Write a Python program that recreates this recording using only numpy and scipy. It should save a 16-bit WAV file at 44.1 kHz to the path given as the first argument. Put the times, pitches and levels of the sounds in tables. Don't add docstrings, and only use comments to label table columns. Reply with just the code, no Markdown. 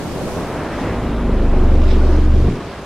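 import sys
import numpy as np
from scipy import signal
from scipy.fft import rfft, irfft
from scipy.io import wavfile
from scipy.ndimage import uniform_filter1d

SR = 44100
rng = np.random.default_rng(int(sys.argv[2]) if len(sys.argv) > 2 else 0)


def master_out(mix):
    frames = np.transpose(np.atleast_2d(mix))
    ceiling = np.clip(frames, -1, 1)
    pcm = np.round(ceiling * 32767).astype(np.int16)
    wavfile.write(sys.argv[1], SR, pcm)


N = 125685
T = np.arange(N) / SR


def amp(db):
    return 10 ** (np.asarray(db) / 20)


def unit(x):
    return x / np.sqrt(np.mean(x ** 2) + 1e-20)


def curve(rows, column=1):
    rows = np.array(rows)
    return np.interp(T, rows[:, 0], rows[:, column])


def wander(*windows):
    x = rng.standard_normal(N)
    for size in windows:
        x = uniform_filter1d(x, size)
    return unit(x)


def noise(colour, alike, patchy_db):
    spectrum = signal.stft(rng.standard_normal((2, N)), nperseg=512, noverlap=384)[2]
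    patches = uniform_filter1d(rng.standard_normal(spectrum.shape[1:]), size=9, axis=0)
    patches = unit(uniform_filter1d(patches, size=14, axis=1))
    white = signal.istft(spectrum * amp(patchy_db * patches), nperseg=512, noverlap=384)[1][:, :N]
    colour_hz, colour_db = np.transpose(colour)
    hz = np.fft.rfftfreq(N, 1 / SR)
    gain = amp(np.interp(np.log(hz + 1), np.log(colour_hz), colour_db))
    mid, side = irfft(rfft(white) * gain, N)
    side *= np.sqrt((1 - alike) / (1 + alike))
    return unit(np.array([mid + side, mid - side]))


def bubbles(low_hz, high_hz, cycles, per_s, spread_db, glide, width, sizes=30):
    out, t = np.zeros((2, N)), T[:2048]
    for hz in np.geomspace(low_hz, high_hz, sizes):
        age = t * hz / cycles
        level = np.exp(-age) * (1 - np.exp(-2 * t * hz)) * np.sqrt(low_hz / hz)
        ring = level * np.sin(2 * np.pi * hz * t * (1 + glide * np.minimum(age, 10)))
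        starts = rng.random(N) < per_s / sizes / SR
        hits = starts * amp(spread_db * np.minimum(rng.exponential(1, N), np.pi))
        pan = width * rng.uniform(-1.1, 1, N)
        out += signal.oaconvolve(hits * np.array([1 + pan, 1 - pan]), ring[None], axes=1)[:, :N]
    return unit(out)


# (time [s], level [dB])
WIND_LEVEL = [(0, -28.5), (.25, -27), (.55, -30), (.68, -31), (.82, -26.5), (1.3, -24), (1.7, -31),
              (2.3, -28.5), (2.56, -26), (2.68, -33.5), (2.85, -43)]
# (frequency [Hz], relative level [dB])
WIND_COLOUR = [(15, -9), (30, 0), (70, -1.5), (130, -2), (200, -1), (300, -5), (450, -9.5), (1000, -41),
               (4000, -78)]


def wind_and_boat():
    boat_hz, boat_db = 67.06, -40.5
    pitch = boat_hz * (1 + 0.0574 * wander(3000))
    hum = amp(boat_db) * np.sqrt(2) * np.sin(2 * np.pi * np.cumsum(pitch) / SR)
    return hum + amp(curve(WIND_LEVEL)) * noise(WIND_COLOUR, alike=1, patchy_db=1)


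# (time [s], level [dB])
SPRAY_LEVEL = [(0, -38), (.2, -37.5), (.33, -36), (.45, -39.5), (.55, -42), (.68, -46.5), (.8, -44.5),
               (1.0, -48), (1.3, -55), (1.7, -55.5), (2.85, -63)]
# (frequency [Hz], relative level [dB])
SPRAY_COLOUR = [(200, 11), (700, -35), (1500, 0), (3000, 0.5), (5000, -1), (7500, -5.5), (10000, -7.5),
                (13000, -12.5), (16000, -20)]


def spray():
    return amp(curve(SPRAY_LEVEL)) * noise(SPRAY_COLOUR, alike=0.014, patchy_db=1)


# (time [s], level [dB])
WASH_LEVEL = [(0, -29), (.22, -25.5), (.42, -24), (.6, -25.5), (.7, -26), (.83, -22), (.95, -25.5),
              (1.05, -24.5), (1.3, -27), (1.6, -25), (1.9, -28.5), (2.12, -25), (2.3, -31), (2.5, -30.5),
              (2.64, -29), (2.85, -34)]
# (frequency [Hz], relative level [dB])
WASH_COLOUR = [(30, -7), (100, -3), (200, -0.5), (300, -0.5), (400, -0.5), (480, -3), (590, -1.5),
               (720, -5.5), (1000, -9.5), (1500, -16), (2500, -26.5), (4500, -45), (9000, -62),
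               (16000, -72)]
# (time [s], likeness [0-1])
WASH_ALIKE = [(0, 0.83), (.45, 0.98), (.7, 0.98), (1.3, 1), (2.4, 0.99), (2.85, 0.97)]


def wash():
    bubbling = bubbles(470, 2740, cycles=5.6, per_s=200, spread_db=9.5, glide=0.026, width=0.11)
    churn = noise(WASH_COLOUR, alike=curve(WASH_ALIKE), patchy_db=1)
    return amp(curve(WASH_LEVEL)) * (churn + amp(-22) * bubbling)


# (time [s], level [dB])
RUSH_LEVEL = [(0, -39.5), (.22, -47), (.39, -46), (.5, -40), (.62, -37), (.9, -37), (1.03, -35.5),
              (1.3, -37.5), (1.7, -39), (2.05, -39.5), (2.15, -39), (2.3, -40.5), (2.62, -38),
              (2.85, -38.5)]
# (frequency [Hz], relative level [dB])
RUSH_COLOUR = [(300, -28), (700, -0.5), (1100, 4.5), (2000, -3), (3000, -8.5), (4000, -12.5), (5500, -37),
               (9000, -27), (16000, -43)]


def rush():
    return amp(curve(RUSH_LEVEL)) * noise(RUSH_COLOUR, alike=1, patchy_db=1.54)


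# (time [s], level [dB], hollow pitch [Hz])
SURGE_SHAPE = [(.2, -62, 750), (.39, -34, 900), (.5, -39, 1040), (.62, -35, 1250), (.78, -37, 1650),
               (.94, -36, 1950), (1.01, -50, 2000), (1.15, -62, 2000)]
# (frequency [Hz], relative level [dB])
SURGE_COLOUR = [(200, -10), (700, 3), (3000, -2.5), (5000, -12), (16000, -30)]


def surge():
    water = noise(SURGE_COLOUR, alike=0.91, patchy_db=0.5)
    for _ in range(2):
        water = resonate(water, curve(SURGE_SHAPE, column=2), width_hz=1200)
    return amp(curve(SURGE_SHAPE)) * unit(water)


def resonate(x, hz, width_hz):
    spin = np.exp(2j * np.pi * np.cumsum(hz) / SR)
    feedback = np.exp(-np.pi * width_hz / SR)
    return 2 * (spin * signal.lfilter([1 - feedback], [1, -feedback], x / spin)).real


# (time [s], level [dB])
FOAM_LEVEL = [(0, -54), (.55, -50.5), (.8, -45.5), (1.0, -50), (1.35, -51), (1.65, -49.5), (1.83, -47.5),
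              (2.17, -45), (2.28, -48.5), (2.5, -45), (2.58, -48.5), (2.72, -46.5), (2.85, -48.5)]
# (frequency [Hz], relative level [dB])
FOAM_COLOUR = [(400, -28), (1500, -12), (3000, -1.5), (5000, -1), (7500, -8.5), (11800, -15), (12600, -21),
               (16000, -44)]


def foam():
    drops = bubbles(2104, 7100, cycles=3.2, per_s=900, spread_db=1.5, glide=0.0061, width=0.87)
    fizz = noise(FOAM_COLOUR, alike=0.13, patchy_db=1.5)
    return amp(curve(FOAM_LEVEL)) * (fizz + drops)


# (time [s], rate [Hz])
FLUTTER_RATE = [(.8, 27.43), (1.18, 26.35), (1.41, 25.25), (1.6, 23.93), (1.81, 23.35), (2.02, 22.66),
                (2.33, 23.5), (2.45, 24.1), (2.55, 25.31)]
# (time [s], five levels [dB])
RUMBLE_TONES = [(.7, -70, -65, -70, -65, -70), (.88, -42, -29.5, -44, -30, -38),
                (1.05, -31.5, -26.5, -57, -30, -54), (1.33, -18.5, -17, -26.5, -34, -33),
                (1.5, -13.5, -21, -23.5, -41, -40), (1.62, -11, -28, -18.5, -27, -32),
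                (1.78, -11.5, -34, -14.5, -25.5, -29), (1.92, -11, -43, -16, -28, -34),
                (2.1, -13, -39, -14, -42, -30.5), (2.38, -12.7, -31, -14, -26, -23.5),
                (2.48, -20, -20, -15, -32, -20), (2.535, -23.5, -40, -46, -35, -26.5),
                (2.6, -45, -65, -65, -60, -60), (2.66, -70, -70, -74, -78, -74)]


def rumble():
    jitter_cycles, waver_db = 0.00067, 0.13
    cycles = np.cumsum(curve(FLUTTER_RATE)) / SR + jitter_cycles * wander(2000, 1200)
    tone = amp(curve(RUMBLE_TONES)) * np.sin(2 * np.pi * cycles)
    for k in range(2, 6):
        level_db = curve(RUMBLE_TONES, column=k) + waver_db * k * wander(2000, 1200)
        tone -= amp(level_db) * np.cos(2 * np.pi * k * cycles)
    return np.sqrt(2) * (tone + hollow_rings()) + flutter(cycles)


# (time [s], low ring [dB], middle ring [dB], high ring [dB])
RING_LEVELS = [(.7, -78, -72, -70), (.87, -41, -62, -60), (1.02, -28.5, -45, -61), (1.28, -24.5, -38, -45),
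               (1.45, -39, -37, -52), (1.58, -29.5, -45, -22.5), (1.67, -33, -41, -31),
               (1.78, -30.5, -27.5, -34), (1.95, -32, -35, -31), (2.08, -33, -31, -32),
               (2.2, -35, -26.5, -29.5), (2.28, -31, -28, -47), (2.36, -38, -42, -30.5),
               (2.5, -38, -37, -59), (2.62, -70, -66, -73)]


def hollow_rings():
    out = np.zeros(N)
    for column, hz in enumerate([237.4, 303, 372.8], start=1):
        pitch = hz * (1 + .017 * wander(900))
        out += amp(curve(RING_LEVELS, column)) * np.sin(2 * np.pi * np.cumsum(pitch) / SR)
    return out


# (time [s], level [dB])
FLUTTER_LEVEL = [(.65, -56), (.82, -26.5), (.95, -34), (1.2, -38.5), (1.33, -27), (1.5, -24.5),
                 (1.78, -25.5), (2.2, -28.5), (2.38, -27), (2.49, -21.5), (2.57, -38), (2.66, -53)]
# (frequency [Hz], relative level [dB])
AIR_COLOUR = [(40, -48), (100, -18), (150, -8.5), (200, -3.5), (240, -1), (300, -1.5), (380, -3),
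              (425, -26), (460, -5), (510, -19.5), (600, -14), (1000, -35.5), (3000, -70)]


def flutter(cycles):
    puff_at, puff_width = .42, 0.1
    puff_share = 0.45
    from_puff = (cycles - puff_at + .5) % 1 - .5
    puff = np.exp(-.5 * (from_puff / puff_width) ** 2)
    power = 1 - puff_share + puff_share * puff / puff.mean()
    air = noise(AIR_COLOUR, alike=1, patchy_db=0.5) * np.sqrt(power)
    return amp(curve(FLUTTER_LEVEL)) * (air + slaps(cycles - puff_at))


def slaps(cycles):
    jitter_cycles, spread_db, boost_db = .015, 3, 1
    count = np.floor(np.maximum.accumulate(cycles + jitter_cycles * wander(1500)))
    strength = amp(boost_db + spread_db * np.clip(rng.standard_normal(N), -2, 2))
    hits = np.diff(count, prepend=count[0]) * strength
    return signal.oaconvolve(hits, airway(T[:6000]))[:N]


# (pitch [Hz], relative level [dB], time to fade by 60 dB [s])
AIRWAY_NOTES = [(197, -7, 0.085), (296, 2, 0.027), (380, -3, 0.032), (566, -20, 0.02)]


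def airway(t, rise_s=.0021):
    notes = sum(amp(db - 60 * t / fade) * np.sin(2 * np.pi * hz * t) for hz, db, fade in AIRWAY_NOTES)
    return notes * (1 - np.exp(-(t / rise_s) ** 2))


# (time [s], strength [dB])
HARD_SLAPS = [(1.294, -5), (1.415, -11), (1.54, -12), (1.622, -10), (1.707, -10), (1.753, -6), (1.922, -11),
              (1.965, -8), (2.056, -9), (2.185, -7), (2.359, -10), (2.441, -9), (2.482, -2), (2.509, -13),
              (2.526, -13), (2.544, -14)]


def hard_slaps():
    return sum(amp(db) * airway(np.maximum(T - start, 0)) for start, db in HARD_SLAPS)


# (peak time [s], level [dB], rise [s], fall [s])
SPLASH_BURSTS = [(1.818, -32, .002, 0.0044), (1.84, -32, .003, 0.0054), (1.892, -30.5, 0.022, 0.017),
                 (1.912, -28, 0.004, 0.0072), (1.932, -34.5, .01, 0.05), (2.455, -47, 0.018, .03),
                 (2.522, -40, 0.004, .005)]
# (frequency [Hz], relative level [dB])
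SPLASH_COLOUR = [(400, 6.5), (1200, 7.5), (1900, 1.5), (2700, 5), (3600, 3), (4500, -6), (5200, 0),
                 (5900, -14), (7000, -15), (9000, -32), (16000, -48)]


def splash():
    level = sum(amp(db) * np.exp(-np.maximum((peak - T) / rise, (T - peak) / fall))
                for peak, db, rise, fall in SPLASH_BURSTS)
    return level * noise(SPLASH_COLOUR, alike=0.6, patchy_db=3.5)


# (time [s], starting pitch [Hz], strength [dB])
BIG_BUBBLES = [(2.012, 1400, -20), (2.483, 1090, -22)]


def plops(rise_s=.003, fall_s=0.0063, glide=3):
    out = np.zeros(N)
    for start, hz, db in BIG_BUBBLES:
        t = np.maximum(T - start, 0)
        level = amp(db) * (1 - np.exp(-t / rise_s)) * np.exp(-t / fall_s)
        out += level * np.sin(2 * np.pi * hz * t * (1 + glide * t))
    return out


def to_right(x, db):
    return x * amp([[-db / 2], [db / 2]])


def scene():
    whale = rumble() + hard_slaps()
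    water = wash() + rush() + surge() + plops()
    white_water = to_right(foam() + spray(), db=0.8) + to_right(splash(), db=4)
    return whale + water + white_water + wind_and_boat()


def record(dry):
    cutoff_hz = 15750
    lowpass = signal.firwin(511, cutoff_hz, window=("kaiser", 9), fs=SR)
    return signal.oaconvolve(dry, lowpass[None], "same")


dry = scene()
out = record(dry)
master_out(out)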